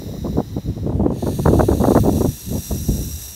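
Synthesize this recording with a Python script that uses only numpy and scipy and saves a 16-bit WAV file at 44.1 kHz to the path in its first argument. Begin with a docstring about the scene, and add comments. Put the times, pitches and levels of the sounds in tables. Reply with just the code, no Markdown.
"""At night, wind rumbles and buffets on one microphone, over a faint outdoor hush.
A coiled snake in the grass draws in air with a thin hiss that fades away after a second.
It pauses, then forces out a long, loud hiss that rings in its throat and open mouth.
That hiss sharpens to a near whistle as it goes on, and its highest part flares briefly.
Near the end the wind gives one deep shove."""
import sys
import numpy as np
from scipy import signal
from scipy.fft import rfft, irfft, next_fast_len
from scipy.io import wavfile
from scipy.ndimage import uniform_filter1d, minimum_filter1d, map_coordinates

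SR = 44100
rng = np.random.default_rng(int(sys.argv[2]) if len(sys.argv) > 2 else 0)


def log_audio(samples):
    """Write samples as a 16-bit WAV file to the path given in sys.argv[1]."""
    # one column per channel
    frames = np.atleast_2d(samples).T
    # limit to full scale, then quantise
    limited = np.clip(frames, -1, 1)
    pcm = np.round(limited * 32767).astype(np.int16)
    wavfile.write(sys.argv[1], SR, pcm)


N = 147735


def amp(db):
    """Turn decibels into a number to multiply a sound by."""
    return 10 ** (np.asarray(db) / 20)


def curves(rows):
    """Join rows of (time, values...) with straight lines: one curve for each value column."""
    times, *columns = np.transpose(rows)
    return [np.interp(np.arange(N) / SR, times, column) for column in columns]


def wobble(per_s):
    """A smooth random curve through per_s random points a second."""
    return map_coordinates(rng.standard_normal(N // 20), [np.arange(N) * per_s / SR], mode="wrap")


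def noise(gain):
    """Noise of average strength (rms) 1; gain(hz) says how much of each frequency it holds."""
    size = next_fast_len(N + 8192)
    spectrum = rfft(rng.standard_normal(size)) * gain(np.fft.rfftfreq(size, 1 / SR))
    shaped = irfft(spectrum, size)[:N]
    return shaped / np.sqrt(np.mean(shaped ** 2) + 1e-20)


def colour(points):
    """A balance of low and high sound: a gain through (f/Hz, level/dB) points."""
    freqs, db = np.transpose(points)
    return lambda hz: amp(np.interp(np.log(hz + 1), np.log(freqs), db))


def cavity(resonances, rush_db):
    """The gain of a hollow space: a peak wherever it rings, over an even rush of air."""
    def gain(hz):
        peaks = sum(amp(db) ** 2 / (1 + ((hz - centre) / width) ** 2) ** 4
                    for centre, width, db in resonances)
        return np.sqrt(amp(rush_db) ** 2 + peaks)
    return gain


def treble_gain(sound, above_hz, db):
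    """Change the level of the treble, the part of a sound above a given frequency."""
    body = signal.sosfiltfilt(signal.butter(4, above_hz, fs=SR, output="sos"), sound)
    return body + amp(db) * (sound - body)


def night_hush(level_db=-43.5):
    """The faint, steady sound of the night air."""
    # colour of the night air: f/Hz, level/dB
    hush_colour = [(25, -12), (60, 9.5), (150, -12.5), (330, -7.5), (550, -15), (1000, -18.5),
                   (1500, -25.5), (1900, -22.5), (2250, -28), (3100, -25), (4500, -33.5), (8000, -33.5),
                   (15000, -38)]
    return amp(level_db) * noise(colour(hush_colour))


def wind_rumble(lumps_db=2.0):
    """Wind presses on the microphone in slow, uneven lumps."""
    # strength of the wind: t/s, level/dB
    strength = [(0, -28), (.19, -28.5), (.26, -25.5), (.41, -26.5), (.47, -34), (.57, -24.5), (.62, -41),
                (.68, -19), (.78, -30), (.85, -21), (1.02, -20), (1.19, -26), (1.42, -20.5), (1.49, -15),
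                (1.77, -20), (2.08, -19.5), (2.29, -22.5), (2.33, -30.5), (2.41, -48.5), (2.49, -23.5),
                (2.59, -23.5), (2.65, -42), (2.72, -21.5), (2.8, -24), (2.87, -27.5), (2.9, -19),
                (3.09, -32.5), (3.16, -39), (3.2, -40), (3.25, -55), (3.35, -45)]
    # colour of the rumble: f/Hz, level/dB
    rumble_colour = [(20, -50), (35, -17), (62, -4.5), (100, -4), (170, -6.5), (280, -16), (450, -28),
                     (800, -46), (1600, -71)]
    level_db, = curves(strength)
    return amp(level_db + lumps_db * wobble(per_s=35)) * noise(colour(rumble_colour))


def inward_hiss(dulling_db_per_db=0.54):
    """Air drawn in through the throat fades and dulls as the lung fills."""
    # loudness of the breath in: t/s, level/dB
    loudness = [(0, -44.5), (.15, -46), (.35, -47), (.6, -49), (.82, -52), (.93, -58), (1.02, -80)]
    # where throat and mouth ring: f/Hz, width/Hz, level/dB
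    throat_resonances = [(1910, 440, -8.5), (3910, 450, 0.5), (5200, 580, -5), (5790, 390, -1),
                         (7000, 350, -8.5), (7560, 270, -11), (8800, 600, -21), (11250, 750, -10),
                         (12400, 530, -6.5), (13100, 500, -14), (14300, 500, -7), (15200, 800, -11)]
    level_db, = curves(loudness)
    hiss = noise(cavity(throat_resonances, rush_db=-18.5))
    treble_db = dulling_db_per_db * (level_db - level_db.max())
    return amp(level_db) * treble_gain(hiss, above_hz=6500, db=treble_db)


def wind_buffets(attack_s=0.005, release_s=0.008, front_db=1.5, front_s=0.008, flutter_db=2.5):
    """Swirls of air sweep over the microphone: a harder push makes them faster and brighter."""
    # single pushes of wind: t/s, length/s, level/dB, brightness/octaves
    buffets = [(0.019, 0.021, -32, .1), (0.058, .04, -33, 0.26), (0.109, 0.068, -33, 0.2),
               (0.241, 0.049, -24, 0.088), (0.327, 0.044, -27, -0.22), (0.37, 0.034, -17, 0.092),
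               (.565, 0.021, -24, 0.11), (.68, .022, -24, -0.37), (.765, 0.024, -28.5, 0.051),
               (0.823, 0.031, -29, -0.46), (0.865, 0.011, -18.5, -0.073), (.894, 0.0094, -21, 0.083),
               (0.915, .043, -24, -0.11), (0.996, 0.017, -15, -0.14), (1.034, 0.047, -20.5, 0.013),
               (1.1, 0.026, -20.5, -0.052), (1.134, 0.063, -29, -.1), (1.223, 0.021, -20, -.3),
               (1.263, 0.0081, -20, 0.36), (1.28, 0.012, -18.5, 0.19), (1.307, 0.031, -25, -0.12),
               (1.388, 0.0071, -18, 0), (1.455, 0.0082, -11.5, 0.27), (1.473, 0.014, -12, .2),
               (1.496, .023, -16, -0.12), (1.528, 0.01535, -10, -0.36), (1.552, 0.028, -18, -0.063),
               (1.59, .018, -12, 0.34), (1.615, 0.027, -19.5, -0.12), (1.686, 0.049, -15, 0.14),
               (1.748, .032, -22.5, 0), (1.8, 0.028, -16.5, 0.04), (1.838, .01, -10.5, 0.37),
               (1.872, .014, -12, 0.14), (1.904, .018, -14, 0.093), (1.95, .026, -8, .15),
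               (1.984, .008, -20, .3), (1.997, 0.0201, -17, -1.5), (2.035, 0.031, -14.5, -.1),
               (2.073, 0.0226, -13, -0.28), (2.099, 0.086, -19.5, -.2), (2.208, 0.0081, -15, 0.22),
               (2.24, 0.028, -17, -.1), (2.285, 0.015, -19.5, -1.18), (2.51, 0.074, -26.5, 0.054),
               (2.709, 0.0084, -20, 0.26), (2.73, .04, -29, -.1), (2.885, 0.011, -21.5, -0.25),
               (2.912, .12, -30.5, -0.091)]
    # colour of the swirls at speed 1: f/Hz, level/dB
    swirl_colour = [(25, -48), (80, -13.5), (140, 0.5), (220, 4.5), (380, 1), (600, -6), (900, -15.5),
                    (1300, -29), (1900, -47), (3000, -78), (5000, -110)]
    reference_db, octaves_per_db, scatter_octaves = -18, 0.0308, 0.19
    t = np.arange(N) / SR
    pushes = []
    for start, length, db, _ in buffets:
        front = np.exp(-np.abs(t - start) / front_s)  # the leading edge hits hardest
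        rise = np.clip((t - start) / attack_s + 0.5, 0, 1)
        fall = np.exp(-np.maximum(t - start - length, 0) / release_s)
        pushes.append(amp(db + front_db * front) * rise * fall)
    push = np.max(pushes, axis=0) * amp(flutter_db * wobble(per_s=230))
    push_db = 20 * np.log10(push + 1e-3)
    *_, brightness = np.transpose(buffets)
    strongest = np.argmax(pushes, axis=0)
    octaves = brightness[strongest] + octaves_per_db * (push_db - reference_db)
    octaves += scatter_octaves * wobble(per_s=260)  # small and large swirls follow each other
    speed = 2 ** octaves
    swirls = noise(colour(swirl_colour))
    # Running through the noise faster makes it sound higher.
    return push * map_coordinates(swirls, [np.cumsum(speed)], mode="wrap")


def outward_hiss(rush_db=-17.5, waver_db=0.75, rough_db=1.07):
    """Air is forced through the windpipe's opening; the mouth changes shape and a whistle grows."""
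    # the breath out: t/s, level/dB, mouth shift (0 = first shape, 1 = last shape)
    breath = [(1.08, -59, 0.3), (1.15, -46, 0.06), (1.22, -41, 0), (1.35, -39.5, 0.16), (1.85, -38, 0.3),
              (2.03, -36.5, 0.43), (2.3, -37.5, .75), (2.48, -37.3, 0.71), (2.7, -34.5, 0.88),
              (3.05, -35.5, 1), (3.35, -36, 0.86)]
    # where the mouth rings in its first shape: f/Hz, width/Hz, level/dB
    first_resonances = [(1770, 140, -5.5), (2720, 510, -7.5), (3660, 490, -1.5), (4070, 240, 1),
                        (4520, 450, -3), (5690, 350, -2.5), (6490, 860, -1), (8400, 621, -5.5),
                        (9220, 1120, -2), (11200, 1100, -3.5), (12250, 600, -3.5), (13300, 1200, -5.5),
                        (15000, 1700, -13)]
    # where it rings in its last shape: f/Hz, width/Hz, level/dB
    last_resonances = [(1660.8, 553, -14), (2744.5, 284, -6.5), (3738, 312, -0.5), (4041.4, 364, -2),
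                       (4965, 290, -2.5), (5900, 360, 5), (6590, 670, 0), (7640, 370, 2),
                       (8400, 1236, -0.5), (10420, 726, -0.5), (11480, 450, 3), (12460, 460, 3.5),
                       (13200, 800, 1), (15500, 2100, -5)]
    start_s, bright_s, dull_db = breath[0][0], 1.37, -6
    level_db, shift = curves(breath)
    first_hiss = noise(cavity(first_resonances, rush_db))
    last_hiss = noise(cavity(last_resonances, rush_db))
    hiss = np.sqrt(1 - shift) * first_hiss + np.sqrt(shift) * last_hiss
    # At first the treble lags behind the swelling hiss.
    treble_db = np.interp(np.arange(N) / SR, [start_s, bright_s], [dull_db, 0])
    hiss = treble_gain(hiss, above_hz=7009, db=treble_db)
    tone = whistle(shift)
    flow = amp(level_db + waver_db * wobble(per_s=12) + rough_db * wobble(per_s=250))
    return flow * (hiss + tone)


def whistle(mouth_shift, pitch_hz=5692, width_hz=189.4, relative_db=-5):
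    """Air passing the edge of the windpipe's opening nearly whistles, louder as the mouth shifts."""
    narrow_band = noise(lambda hz: 1 / np.sqrt(1 + (2 * (hz - pitch_hz) / width_hz) ** 4))
    return amp(relative_db) * mouth_shift ** 1.305 * narrow_band


def hiss_flare(peak_s=2.039, width_s=0.099, level_db=-45):
    """The very highest part of the hiss swells briefly."""
    # the band that swells: f/Hz, width/Hz, level/dB
    high_band = [(15023, 1084, 0)]
    swell = np.exp(-((np.arange(N) / SR - peak_s) / width_s) ** 2)
    return amp(level_db) * swell * noise(cavity(high_band, rush_db=-33))


def wind_thud(start_s=2.885, rise_s=0.01, level_db=-15, fall_db_per_s=63):
    """One deep shove of air, heard only in the bass."""
    # colour of the shove: f/Hz, level/dB
    thud_colour = [(25, -35), (45, -4), (64, 4), (95, -5), (140, -13.5), (220, -34), (500, -60)]
    age = np.maximum(np.arange(N) / SR - start_s, 0)
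    rise = 1 - np.exp(-age / rise_s)
    return amp(level_db - fall_db_per_s * age) * rise * noise(colour(thud_colour))


def scene():
    """Snake, wind and night air add up at one microphone."""
    snake = inward_hiss() + outward_hiss() + hiss_flare()
    wind = wind_rumble() + wind_buffets() + wind_thud()
    return (snake + wind + night_hush())[None]


def record(dry):
    """A fast limiter turns down the hardest buffets, then the very highest sound is cut off."""
    ceiling, top_hz = 0.84, 15740
    needed_gain = np.minimum(1, ceiling / (np.abs(dry) + 1e-9))
    held_gain = minimum_filter1d(needed_gain, size=128)
    smooth_gain = uniform_filter1d(uniform_filter1d(held_gain, size=64), size=64)
    size = next_fast_len(N + SR // 2)
    below_top = np.fft.rfftfreq(size, 1 / SR) < top_hz
    return irfft(rfft(dry * smooth_gain, size) * below_top, size)[:, :N]


dry = scene()
out = record(dry)
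log_audio(out)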